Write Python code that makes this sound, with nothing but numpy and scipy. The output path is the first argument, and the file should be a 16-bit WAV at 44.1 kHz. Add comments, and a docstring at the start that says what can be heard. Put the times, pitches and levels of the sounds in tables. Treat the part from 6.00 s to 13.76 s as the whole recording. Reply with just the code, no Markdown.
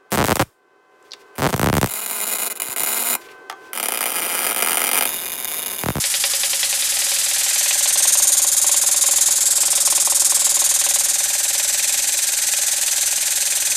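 """Air-driven crane pump at work

An air-driven hydraulic pump lifts a crane boom in a steel workshop, over steady shop noise. One microphone is
worn by the operator. Twenty times a second the air motor vents a puff of hiss (shaped noise) and its piston
knocks on the cylinder and frame (ringing tones and short noise cracks). As the operator turns and reaches up,
the hiss changes colour and a close reflection (a delayed, inverted copy) slides notches through it."""
import sys
import numpy as np
from scipy import signal
from scipy.fft import rfft, irfft
from scipy.io import wavfile
from scipy.ndimage import map_coordinates

SR = 44100
rng = np.random.default_rng(int(sys.argv[2]) if len(sys.argv) > 2 else 0)


def wav_record(signal):
    """Record a signal, one row per channel, as 16-bit PCM in the file named by sys.argv[1]."""
    frames = np.transpose(np.atleast_2d(signal))
    bounded = np.clip(frames, -1, 1)
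    # unit amplitude maps onto the largest positive 16-bit level
    quanta = np.round(bounded * 32767).astype(np.int16)
    wavfile.write(sys.argv[1], SR, quanta)


N = 342216
TIME_S = np.arange(N) / SR
HZ = np.maximum(np.arange(N // 2 + 1) * SR / N, 1)   # frequency of each spectrum bin, kept above zero
FIRST_VENT_S, STROKE_S = .0005, .04935


def amp(db):
    """Turn decibels into a gain."""
    return 10 ** (np.asarray(db) / 20)


def in_time(rows):
    """Draw straight lines between the rows of a table, giving each column a value at every sample."""
    row_s, *columns = np.transpose(rows)
    return [np.interp(TIME_S, row_s, column) for column in columns]


def colour(points, bands=()):
    """Gain at each frequency, scaled so that white noise keeps its overall strength (rms 1)."""
    point_hz, point_db = np.transpose(points)
    db = np.interp(np.log(HZ), np.log(point_hz), point_db)
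    for hz, width_hz, band_db in bands:
        db += band_db / (1 + (2 * (HZ - hz) / width_hz) ** 2)
    return amp(db) / np.sqrt(np.mean(amp(db) ** 2))


def flicker(rate_hz):
    """Random wander of spread 1: white noise smoothed by a two-pole lowpass."""
    pole = np.exp(-2 * np.pi * rate_hz / SR)
    slow = signal.lfilter([1], [1, -2 * pole, pole * pole], rng.standard_normal(N))
    return slow / slow.std()


def band_pass(x, order, low_hz, high_hz):
    """Keep the sound between two frequencies."""
    return signal.sosfilt(signal.butter(order, [low_hz, high_hz], "band", fs=SR, output="sos"), x)


# Where the operator stands: t/s, puff peak level/dB, stance (0 beside, 1 stepped back, 2 reaching, or between)
STANCE = [(0, -18, .03), (.85, -17, 0.15), (1.3, -16, 0.43), (1.7, -14.5, 0.79), (1.9, -12.7, 1.52),
          (2.1, -10.5, 1.66), (2.4, -11, 1.9), (3.4, -11.5, 1.73), (3.7, -12, 1.96), (4.1, -11.5, 1.98),
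          (4.5, -11.5, 1.79), (5.1, -13.4, 1.57), (5.25, -16, 0.96), (5.5, -15, 1.25), (5.75, -15.5, 1.09),
          (7.76, -15.5, 1.17)]


def operator_stance():
    """Puff peak level, and how much each of the three stances counts as one blends into the next."""
    puff_peak_db, stance = in_time(STANCE)
    distance = abs(np.clip(stance, 0, 2) - np.arange(3)[:, None])
    return puff_peak_db, np.clip(1 - distance, 0, 1)


# How much earlier the puffs reach the microphone: t/s, lead [ms]
LEAD = [(0, .1), (.7, 1.4), (2.8, 2.2), (3.6, 0.38), (5.2, .1), (7.76, .8)]
# Shape of one exhaust puff: share of the stroke [0-1], level/dB before each register's depth
PUFF = [(0, -24), (.04, -2.5), (.2, -1.5), (.45, -2), (.7, -7), (.9, -15), (1, -15)]


def puffs():
    """Level in dB of the repeating puff, and the small random level change of each one."""
    lead_s = in_time(LEAD)[0] / 1e3
    strokes = (TIME_S + lead_s - FIRST_VENT_S) / STROKE_S
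    uneven_db = 0.48 * rng.standard_normal(200)[np.floor(strokes).astype(int) + 1]
    return np.interp(strokes % 1, *np.transpose(PUFF)), uneven_db


# Hiss colour in each stance: f/Hz, relative level/dB per Hz
BESIDE = [(760, -33), (1300, -14), (1540, -18.5), (1650, -10), (2450, -10), (3280, -8), (6530, -4.5),
          (7100, -1.5), (7790, -2), (9110, -2.5), (9900, -2.5), (12700, -4), (15700, -18)]
STEPPED_BACK = [(760, -79), (1300, -16.5), (1620, -2), (2210, -6.5), (2430, -12), (3840, -1.5), (4170, -1),
                (5530, -1.5), (6010, 3.5), (8380, 6), (10000, 2), (11900, -3.5), (15700, -10.5)]
REACHING = [(760, -26), (1300, -16), (2700, -15.5), (3700, -6), (4500, -6), (5700, -2.5), (6400, 2.5),
            (7300, 4), (8300, 2.5), (9300, 4.5), (10500, -2), (12800, -5), (14500, -14), (15700, -22)]
# Narrow peaks and dips in each colour: f/Hz, width [Hz], level/dB at the centre
BESIDE_BANDS = [(5020, 180, 3), (10000, 350, 5.5), (11800, 800, -3.5)]
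STEPPED_BACK_BANDS = [(2520, 330, 6), (6120, 110, 6), (7460, 120, 5.5), (8600, 130, 0), (11920, 930, 7),
                      (13100, 600, -5), (10100, 370, -2.5)]
REACHING_BANDS = [(2910, 180, -10.5), (3510, 270, -2), (4160, 300, -7), (5950, 150, -8.5), (7400, 110, 1.5)]


def hiss_colours():
    """The hiss spectrum heard beside, stepped back and reaching."""
    return (colour(BESIDE, BESIDE_BANDS), colour(STEPPED_BACK, STEPPED_BACK_BANDS),
            colour(REACHING, REACHING_BANDS))


# Hiss registers: top f/Hz, depth [multiplies the puff's dB], echo fill level/dB added to ECHO
REGISTERS = [(4500, 0.69, -7.5), (9600, 1.04, -3), (20000, 2.23, -9)]
# Echoes between puffs, one value per stance (beside, stepped back, reaching): level/dB before the register's fill
ECHO = (-1.5, -4.5, -13.5)


def exhaust(puff_peak_db, shares):
    """Turbulent air is noise gated by each stroke; echoes fill the gaps between puffs."""
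    puff_db, uneven_db = puffs()
    echo_db = np.dot(ECHO, shares)
    grit = amp(0.23 * flicker(870))   # fast random roughness
    gated, below = 0, 0
    for top_hz, depth, fill_db in REGISTERS:
        gate = np.hypot(amp(depth * puff_db + uneven_db), amp(echo_db + fill_db))
        under_top = 1 / (1 + (HZ / top_hz) ** 8)
        register_gain = np.sqrt(np.maximum(under_top - below, 0))
        gated += register_gain * rfft(rng.standard_normal(N) * grit * gate)
        below = under_top
    stance_gains = amp(puff_peak_db) * shares
    return sum(gain * irfft(gated * tint, N) for gain, tint in zip(stance_gains, hiss_colours()))


# Colour of the shop noise: f/Hz, relative level/dB per Hz
SHOP_COLOUR = [(12, -30), (20, -1), (60, -9.5), (150, -11.5), (320, -9), (430, -11.5), (600, -12.5),
               (800, -1.5), (1200, -9), (1500, -2.5), (2000, -24), (3300, -120)]
SHOP_DB = -44   # overall level/dB


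def shop_noise():
    """Steady random noise, from deep rumble up to a murmur around 800 to 1500 Hz."""
    return amp(SHOP_DB) * irfft(rfft(rng.standard_normal(N)) * colour(SHOP_COLOUR), N)


# Ordinary knock, mostly earlier as the load grows: t/s, share of the stroke [0-1], thud level/dB, crack level/dB
# (both levels are blow strengths, before ringing and filters)
ORDINARY = [(0, 0.71, -48, -39), (.78, 0.59, -38.5, -24), (.87, 0.65, -27, -17.5), (1.2, 0.56, -26.5, -17),
            (1.6, 0.61, -21.5, -15), (2.2, 0.55, -18, -20.5), (2.4, 0.59, -23, -28),
            (4.3, 0.55, -21.5, -28.5), (4.7, 0.48, -18, -19), (5.2, 0.49, -22, -22),
            (5.501, 0.45, -21.5, -19), (5.75, 0.39, -24.5, -18.5), (7.76, 0.43, -26.5, -19)]
# Hard knocks, each in place of an ordinary one: t/s, thud level/dB, crack level/dB (blow strengths)
HARD = [(.04, -26, -13), (.14, -27, -12), (.239, -18.5, -10.5), (.335, -25, -14), (.434, -23, -12),
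        (.532, -24, -14), (.63, -25, -11), (.727, -23.5, -14), (.823, -32, -15), (1.659, -20, -15),
        (1.709, -18, -14), (1.755, -19.5, -22), (1.807, -20, -16), (1.857, -13.5, -14.5),
        (1.957, -14.5, -15), (2.053, -13, -17.5), (2.153, -12, -17), (2.2, -14.5, -20), (2.396, -16, -20),
        (2.446, -13, -21.5), (2.644, -13, -20), (2.693, -12.5, -19.5), (2.743, -13.5, -18),
        (2.837, -15, -24), (2.889, -16.5, -20), (2.944, -15, -19), (3.039, -12.5, -19.5), (3.087, -12, -19),
        (3.135, -16, -22), (3.184, -15.5, -19), (3.286, -15.5, -21), (3.58, -16, -21),
        (3.633, -14.5, -17.5), (3.68, -16, -19.5), (3.73, -14.5, -18), (3.777, -13, -17),
        (3.875, -12, -18.5), (3.925, -11, -19), (3.978, -10.5, -16.5), (4.074, -10, -20.5),
        (4.122, -12.5, -20), (4.22, -15, -23), (4.322, -12.5, -20.5), (4.369, -17.5, -22),
        (4.418, -16, -19.5), (4.468, -13.5, -18.5), (4.569, -14, -19), (4.619, -12, -18),
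        (4.813, -17, -15.5), (4.864, -12, -18), (4.96, -15.5, -18.5)]
KNOCK_JITTER_S, THUD_SCATTER_DB, CRACK_SCATTER_DB = .001, 1.5, 0.64
CRACK_FOLLOWS = 0.26   # share of the thud's scatter that the crack takes up


def blows():
    """One piston blow a stroke (time in s, thud dB, crack dB); hard ones replace the nearest ordinary one."""
    vents_s = np.arange(FIRST_VENT_S, N / SR - STROKE_S, STROKE_S)
    row_s, *columns = np.transpose(ORDINARY)
    share, thud_db, crack_db = [np.interp(vents_s, row_s, column) for column in columns]
    expected_s = vents_s + share * STROKE_S
    late, heavy, sharp = rng.standard_normal((len(vents_s), 3)).T
    thud_scatter_db = THUD_SCATTER_DB * heavy
    crack_scatter_db = CRACK_FOLLOWS * thud_scatter_db + CRACK_SCATTER_DB * sharp
    rows = np.transpose([expected_s + KNOCK_JITTER_S * late, thud_db + thud_scatter_db,
                         crack_db + crack_scatter_db])
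    nearest = [np.argmin(abs(expected_s - hard_s)) for hard_s, *_ in HARD]
    rows[nearest] = HARD
    return rows.T


def strike(blow_s, level_db, modes, shares, spread_db, flip=1):
    """A blow sets off fading tones (modes), each with a random strength; flip -1 reverses every other one."""
    at, out = (blow_s * SR).astype(int), np.zeros(N)
    chance = rng.standard_normal((len(at), len(modes)))
    for k, (hz, t60_s, *stance_db) in enumerate(modes):
        clicks = np.full(N, 1e-18)   # a tiny floor keeps the filter's numbers healthy
        mode_db = level_db + np.dot(stance_db, shares[:, at]) + spread_db * chance[:, k]
        clicks[at] = flip ** k * amp(mode_db)
        decay, turn = amp(-60 / (t60_s * SR)), 2 * np.pi * hz / SR
        out += signal.lfilter([0, np.sin(turn)], [1, -2 * decay * np.cos(turn), decay * decay], clicks)
    return out


# Cylinder tones: f/Hz, t/s to fade 60 dB, then relative level/dB beside, stepped back, reaching
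THUD = [(894, 0.023, -6, -11.5, -10.5), (1060, 0.02, -11, -26, -16.5), (1000, 0.075, -15, -18, -24),
        (1060, 0.078, -24, -24, -21), (1127, 0.035, -34, -40, -36)]
THUD_FULL_DB, THUD_SLOPE = -14.5, 1.21   # full blow; dB of thud gained per dB of blow


def cylinder_thud(blow_s, thud_db, shares):
    """The piston thuds on the cylinder; oil softens the blow, so a gentle filter rounds it."""
    clack_db = THUD_FULL_DB + THUD_SLOPE * (thud_db - THUD_FULL_DB)
    return band_pass(strike(blow_s, clack_db, THUD, shares, spread_db=2.5), 1, 700, 1450)


# Frame tones: f/Hz, t/s to fade 60 dB, then relative level/dB beside, stepped back, reaching
FRAME = [(552.9, 0.15, -18.5, -25.5, -26), (587.4, 0.082, -27, -27.5, -29), (796, 0.11, -19, -22.5, -27),
         (593, 0.15, -38, -28.5, -39.5), (832, 0.09, -42, -23.5, -29), (317, 0.11, -43, -36.5, -35),
         (678, 0.3, -36, -40, -40)]


def frame_ring(blow_s, thud_db, shares):
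    """The steel frame rings on; alternate tones start in opposite directions."""
    return strike(blow_s, .6 * thud_db, FRAME, shares, spread_db=2.0, flip=-1)


# Loose pin tones: f/Hz, t/s to fade 60 dB, then relative level/dB beside, stepped back, reaching
PIN = [(1957, 0.043, -14.5, -16, -19), (2410, 0.027, -16.5, -12.5, -30), (2484, 0.039, -15.5, -5.5, -16),
       (3635, .045, -11, -16, -12), (3796, 0.022, -6, -19, -25), (4820, 0.077, -7.5, -12, -28)]


def loose_pin(blow_s, crack_db, shares):
    """A loose pin rings as bright, short tones."""
    return band_pass(strike(blow_s, crack_db, PIN, shares, spread_db=2.5), 2, 1500, 5000)


SNAP_FULL_DB, SNAP_SLOPE = -12, 2.3   # full blow; dB of snap gained per dB, so weak blows hardly snap
SNAP_T60_S, RATTLE_T60_S, RATTLE_DB = 0.0082, 0.1, -5   # fade times; rattle start against the blow


def crack(blow_s, crack_db):
    """A snap of noise, then the loose parts rattle out as a longer fading noise."""
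    clicks = np.full((2, N), 1e-18)
    at = (blow_s * SR).astype(int)
    clicks[0, at] = amp(SNAP_FULL_DB + SNAP_SLOPE * (crack_db - SNAP_FULL_DB))
    clicks[1, at] = amp(crack_db + RATTLE_DB)
    snap = signal.lfilter([1], [1, -amp(-60 / (SNAP_T60_S * SR))], clicks[0])
    rattle = signal.lfilter([1], [1, -amp(-60 / (RATTLE_T60_S * SR))], clicks[1])
    rattle = signal.lfilter([.01], [1, -.99], rattle)   # builds over about two milliseconds
    noise = rng.choice([-1, 1], N)
    return band_pass(2.33 * (snap + rattle) * noise, 2, 1970, 5150)


def knocks(shares):
    """Each blow sounds cylinder, frame, pin and crack; the body is too small to radiate bass."""
    blow_s, thud_db, crack_db = blows()
    body = cylinder_thud(blow_s, thud_db, shares) + frame_ring(blow_s, thud_db, shares)
    body = signal.sosfilt(signal.butter(4, 280, "high", fs=SR, output="sos"), body)
    return body + loose_pin(blow_s, crack_db, shares) + crack(blow_s, crack_db)


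# Reflection off the operator's arm and chest: t/s, notch spacing f/Hz, strength [0-1]
BOUNCE = [(0, 2850, 0), (1.5, 2700, .04), (1.95, 2450, 0.37), (2.3, 2640, 0.7), (2.7, 2770, 0.6),
          (3.35, 2840, .55), (3.5, 3020, 0.6), (3.75, 3400, 0.3), (4.05, 3870, 0), (4.3, 3480, 0.2),
          (4.42, 3020, 0.7), (4.6, 2680, 0.4), (5.15, 2630, 0.2), (5.3, 2150, 0.1), (5.7, 2260, 0.4),
          (5.9, 2380, .01), (7.76, 2570, 0.18)]
# the arm is too small for lower pitches, clothing soaks up higher ones
BOUNCE_LOW_HZ, BOUNCE_HIGH_HZ = 6100, 11700


def bounce(x):
    """An inverted reflection a fraction of a millisecond late cuts evenly spaced notches."""
    spacing_hz, strength = in_time(BOUNCE)
    low_loss = 1 + (BOUNCE_LOW_HZ / HZ) ** 4
    high_loss = 1 + (HZ / BOUNCE_HIGH_HZ) ** 4
    dull = irfft(rfft(x) / low_loss / high_loss, N)
    late = map_coordinates(dull, [np.arange(N) - SR / spacing_hz], order=5, mode="nearest")
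    strength = np.clip(strength, 0, 1)
    return (x - strength * late) / np.sqrt(1 + strength ** 2 / 2)   # offsets the added loudness


def scene():
    """Pump and the steady noise of the shop; one microphone feeds both channels."""
    puff_peak_db, shares = operator_stance()
    hiss = bounce(exhaust(puff_peak_db, shares))
    mono = hiss + shop_noise() + knocks(shares)
    return np.array([mono, mono])


def record(dry):
    """A steep lowpass cuts the top of the treble, 75 dB down from 15950 Hz."""
    return signal.sosfilt(signal.cheby2(20, 75, 15950, fs=SR, output="sos"), dry)


dry = scene()
out = record(dry)
wav_record(out)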